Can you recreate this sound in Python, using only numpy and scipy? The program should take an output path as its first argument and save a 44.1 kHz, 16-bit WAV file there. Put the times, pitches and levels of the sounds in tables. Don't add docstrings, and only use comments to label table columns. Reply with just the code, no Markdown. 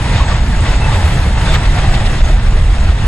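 import sys
import numpy as np
from scipy import signal
from scipy.io import wavfile
from scipy.ndimage import uniform_filter1d

SR = 44100
rng = np.random.default_rng(int(sys.argv[2]) if len(sys.argv) > 2 else 0)


def natural_amplitude(level_db):
    exponent = np.asarray(level_db, float) / 20
    return 10 ** exponent


def persist_wave(psi):
    counts = np.round(np.clip(psi, -1, 1) * 32767).astype(np.int16)
    wavfile.write(sys.argv[1], SR, np.atleast_2d(counts).T)


N = 135387


def evened(x):
    return x / np.sqrt(np.mean(abs(x) ** 2) + 1e-20)


def smooth_twice(x, width, axis=-1):
    return uniform_filter1d(uniform_filter1d(x, width, axis), width, axis)


def read(points, hz):
    f, value = np.transpose(points)
    return np.interp(np.log(hz + 1), np.log(f + 1), value)


# f/Hz, likeness (0 to 1)
SAME = [(40, 1), (140, 0.99), (340, 1), (810, 0.95), (1940, 0.63), (4640, 0.35), (6300, 0.38)]
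# f/Hz, lead/rad
LEAD = [(60, 0.012), (1460, 0.49), (3620, 1.23), (4650, 1.42), (6100, 3.5)]
# f/Hz, level/dB
TILT = [(60, -0.9), (140, -0.4), (340, -0.5), (810, 0.0), (1940, 1), (4640, -0.3), (11100, -6)]


def ports(z1, z2, hz):
    bass_same = .9992
    same = np.where(hz < 100, bass_same, np.clip(read(SAME, hz), 0, 1))[:, None]
    turn = (np.exp(.5j * read(LEAD, hz)) * natural_amplitude(read(TILT, hz) / 2))[:, None]
    left = z1 * turn
    right = (same * z1 + np.sqrt(1 - same ** 2) * z2) / turn
    return np.array([left, right])


def at_microphones(x):
    hz, _, z = signal.stft(x, SR, nperseg=1024)
    return signal.istft(ports(z, z * 1j, hz), SR, nperseg=1024)[1][:, :N]


def noise(shape_db, patchy_db, patch_hz, patch_s, flicker_db, size=1024):
    hop = size // 4
    frames, hz = N // hop + 5, np.fft.rfftfreq(size, 1 / SR)
    a, b, c, d, patches = rng.standard_normal((frames, len(hz), 5)).T
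    patches = uniform_filter1d(patches, int(patch_hz * size / SR) + 1, 0)
    patches = evened(uniform_filter1d(patches, int(patch_s * SR / hop) + 1, 1))
    flicker = evened(uniform_filter1d(rng.standard_normal(frames), 3))
    level_db = shape_db(hz)[:, None] + patchy_db * patches + flicker_db * flicker
    z = ports(a + 1j * b, c + 1j * d, hz) * natural_amplitude(level_db)
    return evened(signal.istft(z, nperseg=size, noverlap=size - hop)[1][:, :N])


def follow(curve, share=1):
    s, db = np.transpose(curve)
    return natural_amplitude(db.mean() + share * (np.interp(np.arange(N) / SR, s, db) - db.mean()))


def bump(start, length, rise):
    at = np.arange(max(round(start * SR), 0), min(round((start + length) * SR), N))
    u = np.clip((at / SR - start) / length, 0, 1)
    u = u ** (np.log(.5) / np.log(np.clip(rise, .05, .95)))
    return at, np.sin(np.pi * u) ** 2


# t/s, level/dB
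ROLLING = [(0, -28), (.16, -23.5), (.25, -28.5), (.33, -24.5), (.44, -30.5), (.7, -24.5), (.79, -28),
           (.92, -24.5), (1.27, -27.5), (1.35, -29), (1.46, -23), (1.7, -27.5), (1.79, -25.5), (2.3, -28.5),
           (2.38, -32), (2.85, -30.5), (2.94, -33), (3.07, -29)]
# f/Hz, level/dB per Hz
RUMBLE = [(26, -15), (45, -7.5), (105, -4.5), (150, -12.5), (200, -15), (250, -22.5), (400, -31),
          (520, -38.5), (880, -120)]
# t/s, level/dB
HEAVE = [
    (0, -17),
    (.5, -15),
    (1, -12.5),
    (1.5, -15),
    (2, -11),
    (2.5, -7),
    (3.07, -13.5),
]
# f/Hz, level/dB per Hz
SUB = [(4.7, -32), (8.0, -5), (25, 0.5), (40, 5.5), (90, -7.5), (120, -16.5), (200, -120)]


def rumble():
    drone = noise(lambda hz: read(RUMBLE, hz), 1.55, 50, .05, 0.44, size=2048)
    heave = noise(lambda hz: read(SUB, hz), 0.72, 20, .1, 0.94, size=8192)
    drone_gain = natural_amplitude(-16) * follow(ROLLING, 0.49) / natural_amplitude(np.mean(ROLLING, 0)[1])
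    return drone * drone_gain + heave * follow(HEAVE, 0.6)


# f/Hz, level/dB per Hz
ROAR = [(150, -28), (250, -7), (488, -4.5), (890, -3.5), (1310, -7), (1960, -5.5), (2390, -11),
        (3570, -12.5), (6100, -21), (7930, -54), (13400, -120)]
# f/Hz, width/Hz, level/dB (negative lowers)
RAIL = [
    (720, 36, 2.5),
    (900, 52, -1),
    (2013, 30, 1),
    (2640, 90, 3.5),
    (3640, 110, 2),
]


def roar_db(hz):
    lift_db = sum(db / (1 + ((hz - f) / width) ** 2) for f, width, db in RAIL)
    return read(ROAR, hz) + lift_db


# f/Hz, level/dB per Hz
FIZZ = [(3800, -46.5), (6400, 1), (8160, 0), (9500, -6.5), (11000, -7.5), (13600, -10), (16000, -58.5)]


def rolling():
    fizz_db = -40.5
    roar = noise(roar_db, 1.34, 200, .03, 0.92, size=512) * follow(ROLLING, 0.86) * natural_amplitude(4.5)
    fizz = noise(lambda hz: read(FIZZ, hz), 1.6, 600, 0.066, 0.73, size=512)
    return roar + fizz * follow(ROLLING, 0.8) * natural_amplitude(fizz_db - np.mean(ROLLING, 0)[1])


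# t/s, f/Hz, level/dB
HUM = [(0, 900, -33.5), (.3, 890, -30), (.45, 890, -40.5), (.75, 900, -35.5), (.9, 850, -28),
       (1.032, 900, -31.5), (1.15, 911, -38), (1.4, 875, -32.5), (1.57, 890, -34.5), (1.681, 883, -37),
       (1.79, 868, -30), (1.85, 738.7, -29), (2.07, 720, -29), (2.201, 709, -41), (2.31, 685, -32.5),
       (2.45, 675, -44), (3.07, 660, -41.5)]


def hum():
    s, hz, db = np.transpose(HUM)
    t = np.arange(N) / SR
    a, b = smooth_twice(rng.standard_normal((2, N)), 230)
    turns = np.cumsum(np.interp(t, s, hz)) / SR
    return natural_amplitude(np.interp(t, s, db)) * evened(((a + 1j * b) * np.exp(2j * np.pi * turns)).real)


def struck(tones):
    out = np.zeros(N)
    a, b = [evened(smooth_twice(v, 300)) for v in rng.standard_normal((2, N))]
    for start, length, hz, db in tones:
        at, swell = bump(start - 0.12 * length, 1.337 * length, 0.4)
        rough = 0.42 * np.clip(hz / 600, .2, 1) * (a[at] + 1j * b[at])
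        tone = (1 + rough) * np.exp(2j * np.pi * hz * (at / SR - start))
        out[at] += natural_amplitude(db + 2.5) * swell ** 0.76 * tone.real
    return out


# t/s (middle), level/dB, length/s, f/Hz
THUDS = [(0.111, -18.5, 0.1, 96), (0.218, -3.5, 0.037, 51.8), (0.35, -13.7, 0.034, 105),
         (0.376, -12.9, 0.1, 63.8), (0.419, -5, 0.044, 52.2), (0.535, -13.5, 0.097, 47.4),
         (0.619, -9.5, 0.055, 84), (0.694, -9, 0.049, 38), (0.761, -15, 0.04, 55.4),
         (0.888, -21.5, 0.078, 141.4), (0.946, -8.5, 0.038, 101), (0.989, -12.5, 0.1, 92.8),
         (1.063, -7.5, 0.053, 78.4), (1.08, -21, 0.082, 151.6), (1.253, -13, 0.1, 74),
         (1.27, -19, 0.062, 180.2), (1.276, -12, 0.066, 40), (1.332, -10.5, 0.061, 67),
         (1.515, -11, 0.065, 31), (1.534, -20.5, 0.11, 145), (1.543, -14, 0.07, 64.5),
         (1.584, -19, 0.042, 142), (1.689, -10, 0.0743, 43.9), (1.691, -13, 0.1, 87.8),
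         (1.791, -10, 0.0465, 100.2), (1.906, -5.5, 0.056, 27.5), (1.948, -19, 0.038, 178),
         (2.001, -8.5, 0.032, 27), (2.071, -15, 0.029, 27.2), (2.115, -11.5, 0.035, 27),
         (2.229, -3, 0.0486, 32), (2.261, -15, 0.04, 76.6), (2.34, -9.5, 0.042, 54),
         (2.404, -17, 0.062, 86), (2.488, -8, 0.039, 27), (2.563, -10.5, 0.1, 37.2),
         (2.6, -8.5, 0.087, 37.6), (2.614, -11, 0.04, 75), (2.702, -8.5, 0.087, 38),
         (2.788, -8.5, 0.035, 27.3), (2.834, -14, 0.041, 26.3), (2.864, -13, 0.1, 64.3),
         (2.891, -9, 0.048, 75.5), (2.999, -11.9, 0.042, 27.1), (3.029, -14.5, 0.1, 104.7),
         (3.053, -7, 0.06, 28)]


def thuds():
    return struck([(s - .5 * length, length, hz, db) for s, db, length, hz in THUDS])


# t/s (start), length/s, f/Hz, level/dB
RINGS = [(0.197, 0.02, 1093, -19), (0.28, 0.061, 1800, -31), (.625, 0.026, 1880, -28),
         (.655, 0.024, 1950, -31), (0.31, 0.021, 1150, -26.5), (.81, 0.067, 2640, -29),
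         (.14, 0.06, 3650, -39.5), (1.153, 0.032, 2200, -35), (1.455, 0.077, 3540, -31.5),
         (1.49, 0.04, 650, -26), (1.76, 0.041, 720, -27), (2.23, 0.042, 6430, -40.5),
         (0.868, 0.049, 890, -29.5)]


def rings():
    return struck(RINGS)


# t/s, level/dB, length/s, brightness (-0.8 or less all dull, 3.2 or more all bright)
CLACKS = [(0.168, -22.5, 0.087, 1.5), (0.296, -26, 0.049, -16), (0.66, -21, 0.032, -0.3),
          (0.74, -24.5, 0.041, -0.5), (0.927, -25.5, 0.058, -1.5), (1.545, -15.5, 0.027, 0.6),
          (1.496, -22.5, 0.08, 1.5), (1.651, -21.5, 0.023, -0.5), (1.782, -21.5, 0.026, -5),
          (1.944, -23, 0.022, 27), (2.06, -25, 0.024, 4), (2.18, -27, 0.023, 2), (2.465, -30, 0.047, -1.8),
          (2.887, -25.5, 0.047, 0.4), (3.017, -28.5, 0.023, -24)]


def clack_db(hz):
    return np.maximum(roar_db(hz), read(FIZZ, hz) - 22) - 9 * np.log2(np.clip(hz / 4000, 1, 2))


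def clacks():
    out = np.zeros((2, N))
    dull = noise(lambda hz: clack_db(hz) + 6 * np.log2(np.clip(hz / 1200, .01, 1)),
                 1.0, 300, 0.025, .2, size=256)
    bright = noise(lambda hz: clack_db(hz) + 12 * np.log2(np.clip(hz / 3500, .01, 1)),
                   0.4, 300, 0.031, .2, size=256)
    for s, db, length, brightness in CLACKS:
        mix = np.clip(0.2 + brightness / 4, 0, 1)
        at, swell = bump(s - 0.88 * length, 2 * length, 0.56)
        out[:, at] += natural_amplitude(db) * swell * ((1 - mix) * dull[:, at] + mix * bright[:, at])
    return out


def scene():
    return rumble() + rolling() + at_microphones(hum() + thuds() + rings()) + clacks()


def random_blocks(hz, t, bins, frames):
    return rng.standard_normal((len(t) // frames + 1, len(hz) // bins + 1)).T


def spread(blocks, hz, t, bins, frames):
    return np.repeat(np.repeat(blocks, bins, 0), frames, 1)[:len(hz), :len(t)]


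# t/s, level/dB
OPENNESS = [(0, 6.5), (.17, -3), (.24, -3), (.3, -7), (.5, 1), (.9, 1), (1.1, 9), (1.28, 6), (1.36, -6.5),
            (1.46, 5), (1.57, -6), (1.7, 3), (1.88, -1), (2.15, 4), (2.33, -1.5), (2.41, -10), (2.47, 4),
            (3.07, 1.5)]
# f/Hz, level/dB
TREBLE_FLOOR = [(5000, -22), (8500, -16.5), (9500, -5.5), (10500, 0.5), (11300, 10), (12000, 25),
                (13600, 24)]
# t/s, f/Hz
SURVIVORS = [(.29, 9650), (.3, 10250), (.32, 9950), (.335, 10300), (.345, 9700), (.38, 10900), (.47, 11350),
             (.585, 11800), (.97, 12000), (.985, 13050), (1.075, 12400), (1.1, 12250), (1.105, 13350),
             (1.17, 12500), (1.18, 13300), (1.25, 11850), (1.41, 12100), (1.43, 11700), (1.54, 12100),
             (1.55, 11650), (1.63, 12300), (1.65, 11800), (1.745, 11500), (1.92, 11150), (1.93, 12900),
             (2.115, 12700), (2.28, 11520), (2.435, 13000), (2.475, 11840)]


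def share_treble(x):
    fold_hz, fold_mid_hz, fold_span_hz, edge_hz = 6290, 8700, 1740, 13600
    jump_size_db, jump_share = 7.5, .4
    hz, t, z = signal.stft(x, SR, window="cosine", nperseg=1024, noverlap=768)
    treble = z[1]
    blocks = random_blocks(hz, t, 8, 6)
    blocks = evened(uniform_filter1d(blocks, 3, 0)) + 0.5 * blocks[0]
    blocks = spread(blocks, hz, t, 8, 6)
    off_middle = ((hz[:, None] - fold_mid_hz) / fold_span_hz) ** 2
    jump_db = jump_size_db * np.clip(3 * (blocks + jump_share - off_middle), 0, 1)
    power = uniform_filter1d(uniform_filter1d(abs(treble) ** 2, 2, 0), 9, 1)
    power = power / uniform_filter1d(power[(hz > fold_hz) & (hz < fold_mid_hz)].mean(0), 9)
    usual = uniform_filter1d(power.mean(1), 20)[:, None]
    luck_db = 5.2 * spread(random_blocks(hz, t, 3, 9), hz, t, 3, 9)
    openness_db = np.interp(t, *np.transpose(OPENNESS)) - np.mean(OPENNESS, 0)[1]
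    over_db = 10 * np.log10(power / usual + 1e-12) - read(TREBLE_FLOOR, hz)[:, None]
    over_db = over_db + 1.8 * openness_db + luck_db
    for s, f in SURVIVORS:
        over_db[np.ix_(abs(hz - f) < 70, abs(t - s) < .026)] = 1
    mono = treble * np.clip(over_db / 0.53, 0, 1) * natural_amplitude(np.array([-jump_db, jump_db]) / 2)
    z = np.where((hz > fold_hz)[:, None], mono, z) * (hz < edge_hz)[:, None]
    return signal.istft(z, SR, window="cosine", nperseg=1024, noverlap=768)[1][:, :N]


def limiter(x):
    limit_db, squeeze, recover_db_s, ceiling = -5, .28, 400, 1.005
    power_db = 10 * np.log10(uniform_filter1d((x ** 2).mean(0), 300) + 1e-9)
    fall = np.arange(N) * recover_db_s / SR
    held_db = np.maximum.accumulate(power_db + fall) - fall
    over_db = np.maximum(held_db - limit_db, 0)
    return np.clip(x / natural_amplitude(squeeze * uniform_filter1d(over_db, 300)), -ceiling, ceiling)


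def low_pass(x):
    return signal.sosfilt(signal.butter(12, 21000, fs=SR, output="sos"), x)


def record(dry):
    mix = np.clip(share_treble(limiter(dry)), -1, 1)
    return low_pass(mix)


dry = scene()
out = record(dry)
persist_wave(out)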